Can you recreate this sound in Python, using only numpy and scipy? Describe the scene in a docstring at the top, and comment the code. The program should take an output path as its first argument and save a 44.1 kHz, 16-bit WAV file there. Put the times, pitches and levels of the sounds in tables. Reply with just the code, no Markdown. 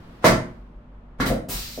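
"""Padded table section dropped and lifted

A padded section of a treatment table drops onto its stop with a loud clack and rattles, in a small quiet room.
A second later the mechanism lifts it: a latch clack, a puff of air, dull thuds, a fading hiss of vented air.
Contacts are filtered impulses that ring the frame's modes; air, cloth and scrapes are shaped, coloured noise.
Decaying sines make the table rock and boom. A faint rustle opens the scene over a low hum and dull room noise."""
import sys
import numpy as np
from scipy import signal
from scipy.fft import rfft, irfft
from scipy.io import wavfile
from scipy.ndimage import uniform_filter1d

SR = 44100
rng = np.random.default_rng(int(sys.argv[2]) if len(sys.argv) > 2 else 0)


def file_out(sig):
    """Save sig as 16-bit WAV at sys.argv[1]."""
    # one column per channel
    cols = np.atleast_2d(sig).T
    # limit, then scale
    lim = np.clip(cols, -1, 1)
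    pcm = np.round(lim * 32767).astype(np.int16)
    wavfile.write(sys.argv[1], SR, pcm)


N = 79380

# Stereo width of the room's sound. Each row: frequency in Hz, side level against mid in dB.
SIDE_SHARE = [(50, -21), (170, -20), (350, -9.5), (700, -3.5), (1400, 0.5), (15000, 1)]


def drop_clacks(walls):
    """Impact excitation: the section hits its stop and rebounds, each contact a broadband push."""
    # Each row: start in seconds, level in dB, brightness in dB per octave.
    drop_hits = [(.2424, 35, -2), (.2490, 15.5, 3), (.2575, 22, 3), (.2650, 2, -8), (.2890, 20.5, -5)]
    # Colour of the contact. Each row: frequency in Hz, gain in dB.
    drop_colour = [(40, -29.5), (80, -13.5), (130, -2.5), (200, -2), (290, -2), (400, -8), (500, 2.5),
                   (630, 7.5), (800, -5), (1120, 2), (1400, -4), (2000, -2.5), (2700, -12.5), (5000, -14),
                   (9000, -21.5), (10800, -25.5), (15000, -25)]
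    return blows(drop_hits, drop_colour, grind_s=0.0035, ring_db=-55, walls=walls)


def latch_clacks(walls):
    """Impact excitation: the latch catches as the section is lifted, with a shorter chatter than the drop."""
    # Each row: start in seconds, level in dB, brightness in dB per octave.
    latch_hits = [(1.2010, 18, 3), (1.2045, 19, -2), (1.2290, 14.5, -6.5), (1.2585, 5, 7), (1.275, 7, 0.5)]
    # Colour of the contact. Each row: frequency in Hz, gain in dB.
    latch_colour = [(50, -19.5), (130, -5.5), (260, 6.5), (450, -4.5), (800, -4), (1150, 1.5), (1500, -1.5),
                    (2000, -1.5), (2700, -15), (4000, -13.5), (7500, -28), (15000, -34)]
    return blows(latch_hits, latch_colour, grind_s=0.002, ring_db=-55, walls=walls)


def padded_thuds(walls):
    """Cushioned impact: padding at the end of the travel absorbs the treble and leaves a dull bump."""
    # Each row: start in seconds, level in dB, brightness in dB per octave.
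    thud_hits = [(.2975, 20.5, -3.5), (1.234, -1, 4), (1.264, 13.5, -4), (1.3020, 23, 1.5), (1.3150, 21, 3),
                 (1.346, -4.5, -8), (1.484, 4, -3), (1.7765, 13.5, .5)]
    # Colour of the contact. Each row: frequency in Hz, gain in dB.
    thud_colour = [(50, -10), (85, 2), (130, 2), (190, 4.5), (260, 7), (360, -0.5), (520, 6.5), (680, 3),
                   (820, -12), (1200, -22.5), (2500, -36.5), (9000, -86.5)]
    return blows(thud_hits, thud_colour, grind_s=0.01, ring_db=-55.5, walls=walls)


def blows(rows, points, grind_s, ring_db, walls):
    """Linear response to impact: a push with a brief chatter fills the room; the push also rings the frame."""
    chatter_db = 3  # energy of the chatter against the push that starts it
    pushes, contacts = 0, 0
    for start, db, tilt_db in rows:
        impulse = np.eye(1, N, int(start * SR))[0]
        push = undb(db) * colour(impulse, points, tilt_db)
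        chatter = rng.standard_normal(N) * np.exp(-since(0) / grind_s)
        chatter = undb(chatter_db) * chatter / np.linalg.norm(chatter)
        contact = even(np.eye(1, N)[0] + chatter)
        pushes = pushes + push
        contacts = contacts + convolve(push, contact)
    return convolve(contacts, walls) + undb(ring_db) * convolve(pushes, frame())


def frame():
    """Modal ringing: the steel frame's decaying modes, the higher ones out of step at the two microphones."""
    # Each row: frequency in Hz, relative level in dB, 60 dB decay time in seconds.
    modes = [(176.44, -2, .5), (226, -4, 0.67), (256.5, 2.5, 0.43), (355.4, 1, 0.55), (471.5, -3, .36),
             (491.8, -0.5, 0.36), (616, -6, 0.12), (593, -5, 0.37), (648, -7.5, 0.35), (694, -8, .38),
             (1128, 0, 0.28), (1495, -7, .3), (1946, -5.5, 0.29)]
    rise_s = 0.0068
    t, out = since(0), 0
    for hz, db, t60 in modes:
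        lead = np.arctan(undb(at(SIDE_SHARE, hz))) * rng.choice([-1, 1]) * np.array([[1], [-1]])
        out = out + undb(db) * np.cos(2 * np.pi * hz * t + lead) * fade(t, t60)
    return out * (1 - np.exp(-t / rise_s))


def sway():
    """Damped resonance: after each jolt the loaded table rocks deeply and its padded body booms."""
    # Each row: start in seconds, level of the rocking in dB, level of the boom in dB, both before decay.
    jolts = [(.243, -32, -31), (0.293, -21, -18.5), (0.579, -38, -60.5), (0.751, -33, -59),
             (1.188, -22.5, -26.5), (1.286, -19, -23.5), (1.534, -24.5, -40.5), (1.729, -36.5, -49)]
    rock_hz, boom_hz = 45.5, 134.5
    rise_s, rock_t60_s, boom_t60_s = 0.021, 0.45, 0.45
    out = 0
    for start, rock_db, boom_db in jolts:
        t = since(start)
        rock = undb(rock_db) * np.sin(2 * np.pi * rock_hz * t) * fade(t, rock_t60_s)
        boom = undb(boom_db) * np.sin(2 * np.pi * boom_hz * t) * fade(t, boom_t60_s)
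        out = out + (rock + boom) * np.minimum(t / rise_s, 1)
    return out


def valves(walls):
    """Turbulent jet noise: short puffs from the valves and the long hiss of the slowly emptying cylinder."""
    # Each row: start in seconds, level in dB before the room, attack in seconds, hold in seconds,
    # decay in dB per second.
    puff_rows = [(1.255, -28, 0.0012, .02, 700), (1.485, -26, .005, 0.028, 223)]
    # Colours of the puffs and of the hiss. Each row: frequency in Hz, relative level in dB.
    puff_colour = [(200, -0.5), (700, 4), (1800, 0.5), (2800, 1.5), (4700, -3), (7000, -0.5), (9000, 5),
                   (10500, -1.5), (12000, 1.5), (14000, 2.5), (16000, 7.5)]
    vent_colour = [(150, 5.5), (600, -19.5), (1300, -8.5), (2500, -4), (3300, -2.5), (4400, 2),
                   (6500, -4.5), (8500, -8.5), (10500, -15), (12300, -8.5), (14000, -3), (16000, -10)]
    direct_db = -10.5  # the valves point into the open
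    puffs = sum(rush(rng.standard_normal(N), puff_colour, *row) for row in puff_rows)
    vent = rush(rng.standard_normal(N), vent_colour,
                start=1.482, db=-33, attack=0.012, hold=0.086, fall_db=49)
    air = puffs + vent
    return convolve(air, walls) + undb(direct_db) * air


def slides():
    """Friction noise: the section scrapes in its guides just before the drop and before the latch."""
    # Each row: start in seconds, level in dB, attack in seconds, hold in seconds, decay in dB per second.
    scrapes = [(.219, -35, .022, .002, 900), (1.183, -42, .016, .002, 900)]
    # Colour of the scrape. Each row: frequency in Hz, relative level in dB.
    scrape_colour = [(80, -2), (250, 0), (600, 0), (1300, -4), (2300, -10), (4000, -19), (8000, -24),
                     (15000, -34)]
    return sum(rush(diffuse(), scrape_colour, *row) for row in scrapes)


def cloth():
    """Friction noise: clothes and padding rustle under the hands, soft in the treble."""
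    # Each row: start in seconds, level in dB, attack in seconds, hold in seconds, decay in dB per second.
    presses = [(-.03, -48, .02, 0.47, 64)]
    # Colour of the rustle. Each row: frequency in Hz, relative level in dB.
    cloth_colour = [(80, 5.5), (170, 8.5), (350, 1.5), (600, -2.5), (1200, -4.5), (2200, -12),
                    (4800, -20.5), (7000, -29.5), (15000, -34)]
    return sum(rush(diffuse(), cloth_colour, *row) for row in presses)


def rush(noise, points, start, db, attack, hold, fall_db):
    """Amplitude envelope: coloured noise opens linearly, holds and dies away exponentially."""
    opening = np.minimum(since(start) / attack, 1)
    closing = undb(-fall_db * since(start + attack + hold))
    return level(colour(noise, points), db) * opening * closing


def hum():
    """Line spectrum: steady tones of a machine, each wavering slowly in level."""
    # Each row: frequency in Hz, middle level in dB.
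    lines = [(48.4, -46), (96.9, -58), (242.2, -54), (538, -70), (598, -67)]
    waver_db = 2
    t, out = since(0), 0
    for hz, db in lines:
        strength = undb(db + waver_db * walk(11))
        out = out + strength * np.sin(2 * np.pi * (hz * t + rng.random()))
    return out


def room_noise():
    """Diffuse sound field: steady dull noise arriving from all around."""
    # Each row: frequency in Hz, relative level in dB per Hz.
    noise_colour = [(20, -4), (44, -5.5), (70, -17.5), (170, -8), (260, -17), (400, -20.5), (600, -22.5),
                    (1100, -24), (2000, -35.5), (3200, -42.5), (5000, -55.5), (15000, -73.5)]
    return level(colour(diffuse(), noise_colour), -49)


def diffuse():
    """Spatial coherence: noise at two microphones, alike in the bass and unrelated in the treble."""
    mid, side = rfft(rng.standard_normal((2, 2 * N)))
    share = undb(at(SIDE_SHARE, bins()))
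    left_right = mid + share * side * np.array([[1], [-1]])
    return irfft(left_right / np.sqrt(1 + share ** 2))[:, :N]


def room():
    """Reverberation: direct sound, then reflections that build up and decay octave by octave."""
    # Each row: frequency in Hz, 60 dB decay time in seconds.
    decay_times = [(60, 0.79), (130, 0.37), (250, 0.44), (500, 0.38), (1000, .4), (2000, .37), (4000, 0.3),
                   (8000, 0.29), (15000, 0.2)]
    # Direct sound against the reflections; the table shades the treble.
    # Each row: frequency in Hz, relative level in dB.
    direct_colour = [(60, -7), (500, -3), (1200, -9), (3000, -20), (15000, -24)]
    gap_s, build_s = 0.00033, 0.0037
    t, noise, tail = since(gap_s), rfft(diffuse(), 2 * N), 0
    centres = 62.5 * 2. ** np.arange(9)
    for hz in centres:
        octaves_away = np.minimum(abs(np.log2(np.clip(bins(), centres[0], centres[-1]) / hz)), 1)
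        mask = np.cos(np.pi / 2 * octaves_away) ** 2
        band = irfft(noise * mask)[:, :N]
        # smooth the band's chance swings in level before it decays
        power = uniform_filter1d(np.mean(band ** 2, axis=0), size=700)
        band = band / np.sqrt(power + 1e-18)
        shape = (1 - np.exp(-t / build_s)) * fade(t, at(decay_times, hz))
        tail = tail + band * shape * np.sqrt(np.mean(mask ** 2) / np.sum(shape ** 2))
    return even(colour(np.eye(1, N), direct_colour) + tail)


def undb(db):
    """Logarithmic level: decibels to amplitude gain."""
    return 10 ** (np.asarray(db) / 20)


def level(x, db):
    """Root-mean-square level: scale a sound to it."""
    return x * undb(db) / np.sqrt(np.mean(x ** 2))


def at(points, hz):
    """Logarithmic pitch scale: read a table by interpolating along log frequency."""
    f, v = np.array(points, float).T
    return np.interp(np.log(np.maximum(hz, 1)), np.log(f), v)


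def bins():
    """Discrete spectrum: frequencies for twice the scene's length."""
    return np.arange(N + 1) * SR / (2 * N)


def colour(x, points, tilt_db=0):
    """Minimum-phase filtering: a causal filter through (Hz, dB) points, with a tilt in dB per octave."""
    # the tilt turns about 700 Hz and levels off below 120 Hz and above 5 kHz
    gain_db = at(points, bins()) + tilt_db * np.log2(np.clip(bins(), 120, 5000) / 700)
    # folding the cepstrum onto positive time makes the filter causal
    cepstrum = irfft(np.log(undb(gain_db)))
    cepstrum[1:N] *= 2
    cepstrum[N + 1:] = 0
    return irfft(rfft(x, 2 * N) * np.exp(rfft(cepstrum)))[..., :N]


def even(x):
    """Spectral whitening: level a burst's spectrum in bands about 40 Hz wide, to near unit energy."""
    spectrum = rfft(x, 2 * N)
    power = np.atleast_2d(abs(spectrum) ** 2).mean(axis=0)
    for _ in range(3):
        power = uniform_filter1d(power, size=int(40 * 2 * N / SR))
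    return irfft(spectrum / np.sqrt(abs(power) + 1e-12))[..., :N]


def convolve(x, response):
    """Linear superposition: play a sound through an impulse response."""
    return irfft(rfft(x, 2 * N) * rfft(response, 2 * N))[..., :N]


def since(start):
    """Causality: seconds since a moment, zero before it."""
    return np.maximum(np.arange(N) / SR - start, 0)


def fade(t, t60):
    """Exponential damping: decay by 60 dB in t60 seconds."""
    return np.exp(-np.log(1000) * t / t60)


def pan(x, db):
    """Level difference between ears: make the left channel louder than the right by db."""
    return x * undb(np.array([[db], [-db]]) / 2)


def walk(rate):
    """Slow random modulation: straight lines between random values, rate of them per second."""
    k = int(SR / rate)
    return uniform_filter1d(np.repeat(rng.standard_normal(N // k + 1), k), k)[:N]


def scene():
    """Superposition: the drop, the lift and the venting air in one small room."""
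    walls = room()
    clacks = pan(drop_clacks(walls) + latch_clacks(walls), -1)
    thuds = padded_thuds(walls)
    air = pan(valves(walls), 0.2)
    return clacks + thuds + sway() + air + slides() + cloth() + hum() + room_noise()


def record(dry):
    """Soft saturation and band limiting: round the loudest peaks, then cut the top."""
    ceiling, top_hz = 1, 15900
    rounded = ceiling * np.tanh(dry / ceiling)
    low_pass = signal.ellip(10, .2, 80, top_hz, fs=SR, output="sos")
    return signal.sosfilt(low_pass, rounded)


dry = scene()
out = record(dry)
file_out(out)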